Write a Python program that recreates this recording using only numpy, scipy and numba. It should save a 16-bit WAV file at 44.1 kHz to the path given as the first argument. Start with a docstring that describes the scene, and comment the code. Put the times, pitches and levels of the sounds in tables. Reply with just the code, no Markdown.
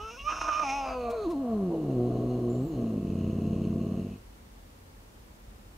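"""A cat yowls: its pitch climbs to a hoarse screech, breaks into half pitch and slides down into a growl.
In the growl a second, slower flutter beats against the voice; then the cry fades out quickly.
Tones make its low partials; clicks and breath noise ring in the nose and the upper throat.
Two soft puffs of noise and a thin, wavering nostril whistle come with the cry.
Bands of stereo noise make the low rumble and the hiss of two microphones in the quiet room."""
import sys
import numpy as np
from scipy import signal
from scipy.io import wavfile
from scipy.ndimage import uniform_filter1d
from numba import njit

SR = 44100
rng = np.random.default_rng(int(sys.argv[2]) if len(sys.argv) > 2 else 0)


def dump(signal):
    """Clip the signal to [-1, 1] and save it as 16-bit WAV at the path in sys.argv[1]."""
    limited = np.clip(np.atleast_2d(signal).T, -1, 1)
    pcm = np.round(limited * 32767).astype(np.int16)
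    wavfile.write(sys.argv[1], SR, pcm)


N = 254456   # length in samples

# pitch of the voice before its small shake: time_s, pitch_hz
PITCH = [(0.0, 413.4), (0.05, 440.3), (0.105, 447), (0.12, 476), (0.16, 480.6), (0.185, 554), (0.22, 556.8),
         (0.28, 611), (0.33, 617.4), (0.47, 615), (0.49, 625.6), (0.53, 591), (0.58, 618), (0.63, 604),
         (0.645, 562.6), (0.695, 534.7), (0.763, 563.8), (0.86, 530), (0.955, 508), (1.103, 461),
         (1.139, 480.5), (1.2, 428), (1.24, 408), (1.276, 316.5), (1.312, 363), (1.358, 272), (1.408, 278),
         (1.448, 246), (1.6, 198.5), (1.7, 171.4), (1.8, 157), (1.91, 134.1), (1.99, 120.6), (2.12, 123.4),
         (2.2, 121.4), (2.32, 124.2), (2.5, 118.9), (2.6, 126.3), (2.645, 137.1), (2.665, 161.9),
         (2.685, 170.6), (2.72, 158.3), (2.78, 120.3), (3.05, 97.2), (3.19, 90.44), (3.5, 90.37),
         (3.57, 91.36), (3.99, 93.53), (4.06, 99.53), (4.22, 98)]
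# yowl, before swells; the last column sets the half pitch against the full pitch:
# time_s, level_db, mouth_resonance_hz, resonance_height_db, half_pitch_db
YOWL = [(0.0, -42, 1270, 16, -34), (0.105, -43, 1330, 24, -15), (0.118, -50, 1400, -7, -15),
        (0.16, -47, 1470, 30, -20), (0.2, -55, 1100, 23, -25), (0.235, -53, 1150, 14, -23),
        (0.279, -27, 1220, 29.5, -38), (0.31, -35.5, 1210, 24, -5.5), (0.39, -38.5, 1190, 24, -7),
        (0.403, -68, 1250, 34, -14), (0.415, -36.5, 1213, 31, 2), (0.47, -37.5, 1195, 20, -4),
        (0.53, -29, 1180, 36, -13), (0.628, -36.5, 1172, 29, -11), (0.645, -33, 822, 16, 10),
        (0.7, -32.5, 880, 17, 9), (0.85, -35, 812, 15.5, 1), (0.93, -36, 950, 8, -2),
        (0.97, -33.5, 535, 1, -11), (1.09, -34, 577, 25, 4.5), (1.14, -33.5, 450, 13, -22),
        (1.24, -35, 400, 13.5, -18), (1.276, -27, 317, 18, -32), (1.312, -31, 349.2, 10.5, -23),
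        (1.4, -31, 280.6, 7, -23), (1.44, -32, 410, 2, -34), (1.56, -28.5, 345, 1.5, -24),
        (1.68, -28.5, 300, 12, -19), (1.74, -33, 300.4, 14, -22)]
# growl: time_s, level_db, mouth_resonance_hz, resonance_height_db
GROWL = [(1.699, -29.5, 339.5, 20), (1.8, -32, 312.4, 12.5), (1.88, -32, 269.3, 2), (1.99, -25.5, 355, 6.5),
         (2.17, -28.5, 369.1, 4.5), (2.32, -28, 330, 7.5), (2.5, -27.5, 323, 11), (2.6, -28.5, 307.2, 3.5),
         (2.65, -30, 250, 6), (2.68, -35, 343, 16), (2.73, -33.5, 307.6, 9.5), (2.78, -32.5, 250, 3),
         (2.84, -30, 229.8, 14), (3.05, -35, 200.1, 10.5), (3.19, -34.5, 210.1, -2.5),
         (3.57, -34.5, 189.7, 4.5), (3.99, -35, 190, 10.5), (4.09, -38.5, 196.6, 4), (4.15, -45, 198.9, 8),
         (4.175, -50, 198, -7), (4.219, -55, 203.2, 6)]
YOWL_DB_PER_OCTAVE, GROWL_DB_PER_OCTAVE = -5.5, -2   # slope of the partials at the vocal folds
HALF_DB_PER_OCTAVE = 4   # the half pitch is weakest in its lowest tone
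WAVER_DB = .5   # each higher partial of the yowl wavers this much more
# unsteadiness of the vocal folds: time_s, roughness (0-1)
ROUGHNESS = [(0, .08), (.28, .05), (.31, .5), (.47, .45), (.5, .2), (.63, .25), (.66, .15), (.83, .12),
             (.87, .35), (.93, .3), (.96, .09), (1.12, .1), (1.2, .17), (1.4, .11), (1.68, .13), (1.75, .3),
             (1.95, .2), (2.6, .2), (2.7, .4), (2.85, .2), (3.2, .14), (4.2, .16)]
# sudden swells of the screech: time_s, gain_db, length_s
SWELLS = [(.327, 4, 0.0046), (.416, 12, 0.0029), (.446, 2, 0.0046), (.488, 9.5, 0.0054), (.599, 11, 0.0026),
          (.625, 8.5, 0.0074)]

# second oscillator in the throat; level of its tones against the voice: time_s, flutter_hz, level_db
FLUTTER = [(1.7, 62.05, -8), (2.0, 61.77, -18.5), (2.6, 60.62, -21.5), (2.7, 59.36, -30),
           (2.78, 58.53, -8.5), (2.9, 56.99, -6.5), (3.3, 56.37, -2), (3.7, 55.74, -1), (4.2, 55.03, -7.5)]
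# short bouts of stronger flutter: time_s, gain_db, length_s
BOUTS = [(1.9, 6, 0.039), (2.11, 9.5, 0.035), (2.22, 12.5, 0.051), (2.4, 13.5, 0.025), (2.555, 13, .02)]
BOUT_LOSS = 0.29   # each higher partial loses this share of a bout's dB more
# tones where voice and flutter mix: multiple of pitch, multiple of flutter
MIXED_TONES = [(1, 1), (2, -1), (2, 1), (3, -1), (3, 1), (4, -1), (4, 1), (5, -1), (5, 1)]
# one level for each mixed tone, added to the flutter level: level_db
MIXED_DB = [-2.5, -7.5, -5, 2, -4.5, -14, -9, -35, -13]
MIXED_BLUR = 3.2   # the mixed tones are rougher than the partials

# a fixed resonance beside the mouth's; the partials drop steeply above TOP_HZ
HEAD_HZ, HEAD_PEAK_DB, TOP_HZ = 1220, 14, 1330
# share of the head resonance: time_s, level_db
HEAD_SHARE = [(0, -10), (.9, -8), (1.1, -11), (1.27, -6), (1.7, -35)]
# closing of the mouth, start and end: time_s
MOUTH_SHUTS_S = [0.784, 1.064]
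# nose and upper throat, before swells: time_s, nose_db, second_hz, second_db, third_db
THROAT = [(0.0, -61, 2830, -53.5, -65), (0.13, -70, 2620, -52.5, -61.5), (0.17, -66, 2600, -58, -61.5),
          (0.2, -68, 2760, -45, -70), (0.24, -66, 2660, -54.5, -62), (0.29, -56, 2580, -40.5, -54),
          (0.35, -53.5, 2638, -46.5, -52), (0.49, -45, 2590, -47.5, -54), (0.53, -49, 2600, -43, -53.5),
          (0.62, -45, 2550, -44.5, -54.5), (0.7, -48, 2400, -38, -49.5), (0.8, -53, 2560, -44.5, -55),
          (0.9, -37.5, 2450, -48.5, -59), (0.96, -53, 2600, -53, -62), (1.12, -37, 2420, -55, -63.5),
          (1.23, -47.5, 2502, -67, -61.5), (1.31, -47.5, 2819, -72, -68), (1.36, -49, 2850, -71, -68),
          (1.43, -47, 2833, -69, -78), (1.5, -42.5, 2820, -71.5, -75), (1.8, -52, 2859, -71.5, -77.5),
          (2.17, -47, 2897, -69.5, -71), (2.6, -50, 2884, -71.5, -73.5), (2.7, -55, 2762, -72, -73.5),
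          (2.82, -49, 2810, -66.5, -73), (3.04, -54, 2730, -66, -76), (3.25, -52, 2757, -62.5, -74),
          (3.95, -51, 2780, -66, -76.5), (4.12, -61.5, 2684, -65.5, -79), (4.22, -72, 2660, -66, -89)]
# closed-mouth resonances of the nose, lower and upper: pitch_hz, width_hz
NOSE = [(660, 54.5), (1080, 204)]
# upper nose resonance against the lower one, mouth open and shut: level_db
UPPER_NOSE_DB = [4, -8.5]
THIRD_HZ, FOURTH_HZ = [5400, 4200], [6170, 6522]   # throat resonances, mouth open and shut
SECOND_WIDTH_HZ, THIRD_WIDTH_HZ, FOURTH_WIDTH_HZ = 470, 570, 820
# fourth resonance against the third: time_s, level_db
FOURTH_SHARE = [(.75, -1), (1.2, -8.5), (1.8, -2), (2.7, -1.5), (3.2, 2.5)]
# broad rasp and a faint fifth resonance, levels against the third
AIR_DB, AIR_HZ, AIR_TOP_HZ, FIFTH_HZ, FIFTH_DB = -6.5, 2600, 3890, 8500, -15
PATCHY_DB = 1.5   # the throat sound comes in patches

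# short soft bursts of hiss: time_s, peak_level_db, length_s
PUFFS = [(1.11, -53.5, 0.008), (1.312, -56.5, 0.012)]
# thin whistle in the nostril: time_s, pitch_hz, level_db
WHISTLE = [(2.48, 6986, -95), (2.5, 7100, -64), (2.58, 7274, -67), (2.64, 7895, -67), (2.68, 7300, -70),
           (2.73, 6952, -73), (2.78, 6500, -73), (2.84, 6400, -71), (2.87, 6428, -95)]
FIZZ_S, FIZZ_HZ, FIZZ_DB = 2.67, 14500, -67

# rumble and hiss, only the balance counts: frequency_hz, relative level_db per hz
ROOM = [(12, -46), (24, -20), (39, 6.5), (54, 1.5), (175, -20), (225, -7.5), (266, -18), (440, -21.5),
        (520, -19.5), (565, -27.5), (768, -22.5), (1100, -26), (1980, -30.5), (2920, -33.5), (15500, -42)]
ROOM_DB = -48.5   # level of the whole room tone
# how alike left and right are: frequency_hz, likeness (-1 to 1)
LIKENESS = [(60, 1), (110, 0.41), (200, 0.51), (380, 0.37), (700, 0.044), (1290, -0.38), (2380, -0.15),
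            (4400, -0.16), (8120, 0.095), (15000, 0.15)]
# uneven level of the low room noise, as random noise happens to wander: time_s, level_db
RUMBLE_WANDER = [(0.0, -40.5), (0.18, -61), (0.21, -46), (0.64, -56), (0.93, -48), (1.46, -55.5),
                 (3.57, -49.5), (4.82, -60), (5.77, -54)]
RUMBLE_LOW_HZ, MONO_HZ = 44.4, 250   # the rumble thins out below; the sides agree below

SHADOW_HZ, SHADOW_WIDTH_HZ, SHADOW = 1210, 110, 0.47   # dip on the left, boost on the right; depth 0-1
SLANT, SLANT_HZ = 0.15, 2200   # the treble leans to the right, share 0-1
# near walls, in turn left and right: delay_s, level_db
ECHOES = [(.0031, -15), (.0074, -17), (.0123, -13), (.019, -18.5)]
CUTOFF_HZ = 15850


def from_db(db):
    """Turn a level in dB into a gain."""
    return 10 ** (np.asarray(db) / 20)


def rms_one(x):
    """Scale a sound to an average strength (rms) of 1."""
    return x / np.sqrt(np.mean(x ** 2) + 1e-20)


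def evened(x):
    """Even out the strength to rms 1 as the sound goes, over 50 ms windows."""
    return x / np.sqrt(uniform_filter1d(x ** 2, size=SR // 20) + 1e-12)


def filtered(x, order, hz, kind):
    """Keep only the low, high or middle part of a sound."""
    return signal.sosfilt(signal.butter(order, hz, kind, fs=SR, output="sos"), x)


def in_time(rows):
    """Read each column of a table at every sample, with straight lines between the rows."""
    times_s, *columns = np.transpose(rows)
    return [np.interp(np.arange(N) / SR, times_s, column) for column in columns]


def at_hz(points, hz):
    """Read a spectrum at one frequency, on a log frequency axis."""
    points = np.array(points)
    return np.interp(np.log(hz), np.log(points[:, 0]), points[:, 1])


def wobble(rate_hz):
    """Slow noise: random wander up to a given rate, with spread 1."""
    return rms_one(filtered(rng.standard_normal(N), 2, rate_hz, "low"))


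def bumps(rows):
    """Sum of bell-shaped bumps, each with a time (s), a height and a length (s)."""
    t = np.arange(N) / SR
    return sum(height * np.exp(-.5 * ((t - s) / length) ** 2) for s, height, length in rows)


@njit
def resonate(x, hz, width_hz, rate):
    """Two-pole resonance: each sample feeds back into the next two, and the centre may move."""
    y, r = np.zeros(len(x)), np.exp(-np.pi * width_hz / rate)
    for i in range(2, len(x)):
        drive = (1 - r * r) / 2 * (x[i] - x[i - 2])
        y[i] = drive + 2 * r * np.cos(2 * np.pi * hz[i] / rate) * y[i - 1] - r * r * y[i - 2]
    return y


def formant(x, hz, width_hz):
    """A steep resonance: the same one applied twice, then evened in level."""
    centre_hz = hz + np.zeros(N)
    once = resonate(x, centre_hz, width_hz, SR)
    return evened(resonate(once, centre_hz, width_hz, SR))


def hoarse_tone(phase, rough, spread_hz):
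    """A sine of rms 1; roughness turns part of it into noise around the same pitch."""
    shake = rough * (wobble(spread_hz) + 1j * wobble(spread_hz)) / np.sqrt(2)
    steady = np.sqrt(1 - rough ** 2)
    return np.sqrt(2) * np.real((steady + shake) * np.exp(1j * phase))


def partial_gains(multiples, pitch_hz, mouth_hz, peak_db, db_per_octave, extra_db):
    """Partials slope with their number and pass the mouth and head resonances; together rms 1."""
    hz = multiples * pitch_hz

    def ring(centre_hz, db):
        return 1 / np.hypot(1 - (hz / centre_hz) ** 2, hz / centre_hz / from_db(db))

    head = from_db(in_time(HEAD_SHARE)[0]) * ring(HEAD_HZ, HEAD_PEAK_DB)
    tract = np.hypot(ring(mouth_hz, peak_db), head)
    slope = from_db(db_per_octave * np.log2(multiples) + extra_db)
    gain = slope * tract / np.hypot(1, (hz / TOP_HZ) ** 6)
    return gain / np.sqrt(np.sum(gain ** 2, axis=0))


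def yowl_tones(phase, lean, pitch_hz, blur):
    """Six partials at steps of half the pitch; every other one, from the lowest, makes the half pitch."""
    level_db, mouth_hz, peak_db, half_db = in_time(YOWL)
    steps = np.arange(6)[:, None]
    multiples = (steps + 1) / 2
    half_pitch_db = (half_db + HALF_DB_PER_OCTAVE * np.log2(multiples)) * (steps % 2 == 0)
    gains = partial_gains(multiples, pitch_hz, mouth_hz, peak_db, YOWL_DB_PER_OCTAVE, half_pitch_db)
    tones = 0
    for k, gain in enumerate(gains):
        waver = from_db(WAVER_DB * k * wobble(12))
        tones += gain * waver * hoarse_tone((k + 1) / 2 * phase + lean, blur(k), spread_hz=220)
    return from_db(level_db) * tones


def growl_tones(phase, flutter, lean, pitch_hz, blur):
    """Six partials of the voice, plus tones at sums and differences of voice and flutter."""
    level_db, mouth_hz, peak_db = in_time(GROWL)
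    flutter_db = in_time(FLUTTER)[1]
    bout_db = bumps(BOUTS)
    steps = np.arange(6)[:, None]
    gains = partial_gains(steps + 1, pitch_hz, mouth_hz, peak_db, GROWL_DB_PER_OCTAVE, 0)
    gains = gains * from_db(-BOUT_LOSS * steps * bout_db)
    tones = 0
    for k, gain in enumerate(gains):
        tones += gain * hoarse_tone((k + 1) * phase + lean, blur(k), spread_hz=100)
    for (k, j), db in zip(MIXED_TONES, MIXED_DB):
        mixed = hoarse_tone(k * phase + j * flutter + lean, blur(MIXED_BLUR * k - 1), spread_hz=71)
        tones += from_db(db + flutter_db + bout_db) * mixed
    return from_db(level_db) * tones


def nose_and_throat(phase, flutter, pitch_hz, rough, growling):
    """Clicks of the closing folds and pulsing breath noise ring in the nose and upper throat."""
    # one click a cycle; every other click is weak while the half pitch sounds
    cycle = np.floor(phase / (2 * np.pi))
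    halved = np.minimum(from_db(in_time(YOWL)[3]), 1) * (1 - growling)
    clicks = np.diff(cycle, prepend=0) * (1 + halved * (-1) ** cycle)
    clicks *= 1 + .5 * growling * np.cos(flutter)
    breath = rng.standard_normal(N) * (1 + 0.29 * np.cos(phase)) * np.sqrt(pitch_hz / SR)

    t = np.arange(N) / SR
    shut = np.interp(t, MOUTH_SHUTS_S, [0, 1])
    third_hz = np.interp(t, MOUTH_SHUTS_S, THIRD_HZ)
    fourth_hz = np.interp(t, MOUTH_SHUTS_S, FOURTH_HZ)
    upper_nose_db = np.interp(t, MOUTH_SHUTS_S, UPPER_NOSE_DB)
    nose_db, second_hz, second_db, third_db = in_time(THROAT)
    fourth_db = third_db + in_time(FOURTH_SHARE)[0]

    # each region gets its own share of breath
    nasal = clicks + (4 * rough + .6 * shut + .3 * growling) * breath
    middle = clicks + (.3 + .7 * shut + 2.2 * rough + .6 * growling) * breath
    upper = clicks + (.35 + .5 * shut + 4 * rough) * breath

    nose = 0
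    for (hz, width_hz), db in zip(NOSE, [0, upper_nose_db]):
        nose += from_db(db) * formant(nasal, hz, width_hz)
    nose *= from_db(nose_db)
    throat = from_db(second_db) * formant(middle, second_hz, SECOND_WIDTH_HZ)
    throat -= from_db(third_db) * formant(upper, third_hz, THIRD_WIDTH_HZ)
    throat += from_db(fourth_db) * formant(upper, fourth_hz, FOURTH_WIDTH_HZ)
    rasp = evened(filtered(clicks + 3 * breath, 2, [AIR_HZ, AIR_TOP_HZ], "band"))
    fifth = formant(upper, FIFTH_HZ, 2100.0)
    throat += from_db(third_db) * (from_db(AIR_DB) * rasp + from_db(FIFTH_DB) * fifth)
    return nose + throat * from_db(PATCHY_DB * wobble(10.2))


def cat():
    """One shaky pitch drives the yowl, then the growl, and the ringing of nose and throat."""
    t = np.arange(N) / SR
    pitch_hz = in_time(PITCH)[0]
    flutter_hz = in_time(FLUTTER)[0]
    rough = np.clip(in_time(ROUGHNESS)[0], 0, 1)
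    growling = np.clip((t - GROWL[0][0]) / 0.015, 0, 1)   # 0 in the yowl, 1 in the growl
    sounding = np.clip((GROWL[-1][0] - t) / 0.056, 0, 1)   # short fade at the end
    phase = 2 * np.pi * np.cumsum(pitch_hz * (1 + 0.017 * rough * wobble(40))) / SR
    flutter = 2 * np.pi * np.cumsum(flutter_hz * (1 + 0.017 * wobble(32.0))) / SR
    # the pulse is lopsided while the pitch is high and turns into an upright peak at the bottom
    lean = -np.pi / 2 * np.clip((pitch_hz - 92) / 28, 0, 1)

    def blur(k):   # higher partials are rougher
        return np.minimum(rough * (.6 + .3 * k), 1)

    yowl = yowl_tones(phase, lean, pitch_hz, blur)
    growl = growl_tones(phase, flutter, lean, pitch_hz, blur)
    ringing = nose_and_throat(phase, flutter, pitch_hz, rough, growling)
    swell = from_db(bumps(SWELLS))
    # in dB, the swells reach the nose and throat only half as much
    return sounding * ((1 - growling) * swell * yowl + growling * growl + np.sqrt(swell) * ringing)


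def room_tone():
    """Third-octave bands of stereo noise; the lowest share one uneven wander in level."""
    out, edges = 0, 18 * 2 ** (np.arange(31) / 3)
    white = rng.standard_normal((2, 2, N))   # two stereo noises take turns, so neighbour bands differ
    wander_db = in_time(RUMBLE_WANDER)[0]
    wander_db = wander_db - wander_db.mean()
    for k, (low, high) in enumerate(zip(edges, edges[1:])):
        mid, side = filtered(white[k % 2], 2, [low, high], "band")
        hz = np.sqrt(low * high)
        alike = np.clip(at_hz(LIKENESS, hz), -1, 1)
        gain = from_db(at_hz(ROOM, hz) + wander_db * (hz < 70))
        out = out + gain * (np.sqrt(1 + alike) * mid + np.sqrt(1 - alike) * side * [[1], [-1]])
    return from_db(ROOM_DB) * rms_one(filtered(out, 2, RUMBLE_LOW_HZ, "high"))


def puffs():
    """Soft puffs: bright noise under short bumps."""
    hiss = filtered(rng.standard_normal(N), 1, [900, 7000], "band")
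    return rms_one(hiss) * bumps([(s, from_db(db), length) for s, db, length in PUFFS])


def whistle():
    """A wavering air tone, and a faint high fizz as it turns back."""
    hz, level_db = in_time(WHISTLE)
    phase = 2 * np.pi * np.cumsum(hz) / SR
    tone = from_db(2 * wobble(30)) * hoarse_tone(phase, .9, spread_hz=190)
    fizz = hoarse_tone(2 * np.pi * FIZZ_HZ * np.arange(N) / SR, 1, spread_hz=700)
    return from_db(level_db) * tone + bumps([(FIZZ_S, from_db(FIZZ_DB), .04)]) * fizz


def scene():
    """The cat in the middle, its sides tilted in tone, with thin echoes that differ left and right."""
    voice = cat() + puffs() + whistle()
    dip = SHADOW * resonate(voice, np.full(N, float(SHADOW_HZ)), SHADOW_WIDTH_HZ, SR)
    slant = SLANT * filtered(voice, 2, SLANT_HZ, "high")
    out = np.array([voice - dip - slant, voice + dip + slant])
    thin = filtered(voice, 3, 450, "high")
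    for k, (delay_s, db) in enumerate(ECHOES):
        lag = round(delay_s * SR)
        out[k % 2, lag:] += from_db(db) * thin[:-lag]
    return out + room_tone()


def record(dry):
    """Close microphones hear nearly the same bass; the top is cut steeply."""
    mid, side = (dry[0] + dry[1]) / 2, (dry[0] - dry[1]) / 2
    side = filtered(side, 2, MONO_HZ, "high")
    top_cut = signal.cheby2(30, 60, CUTOFF_HZ, fs=SR, output="sos")
    return signal.sosfilt(top_cut, [mid + side, mid - side])


dry = scene()
out = record(dry)
dump(out)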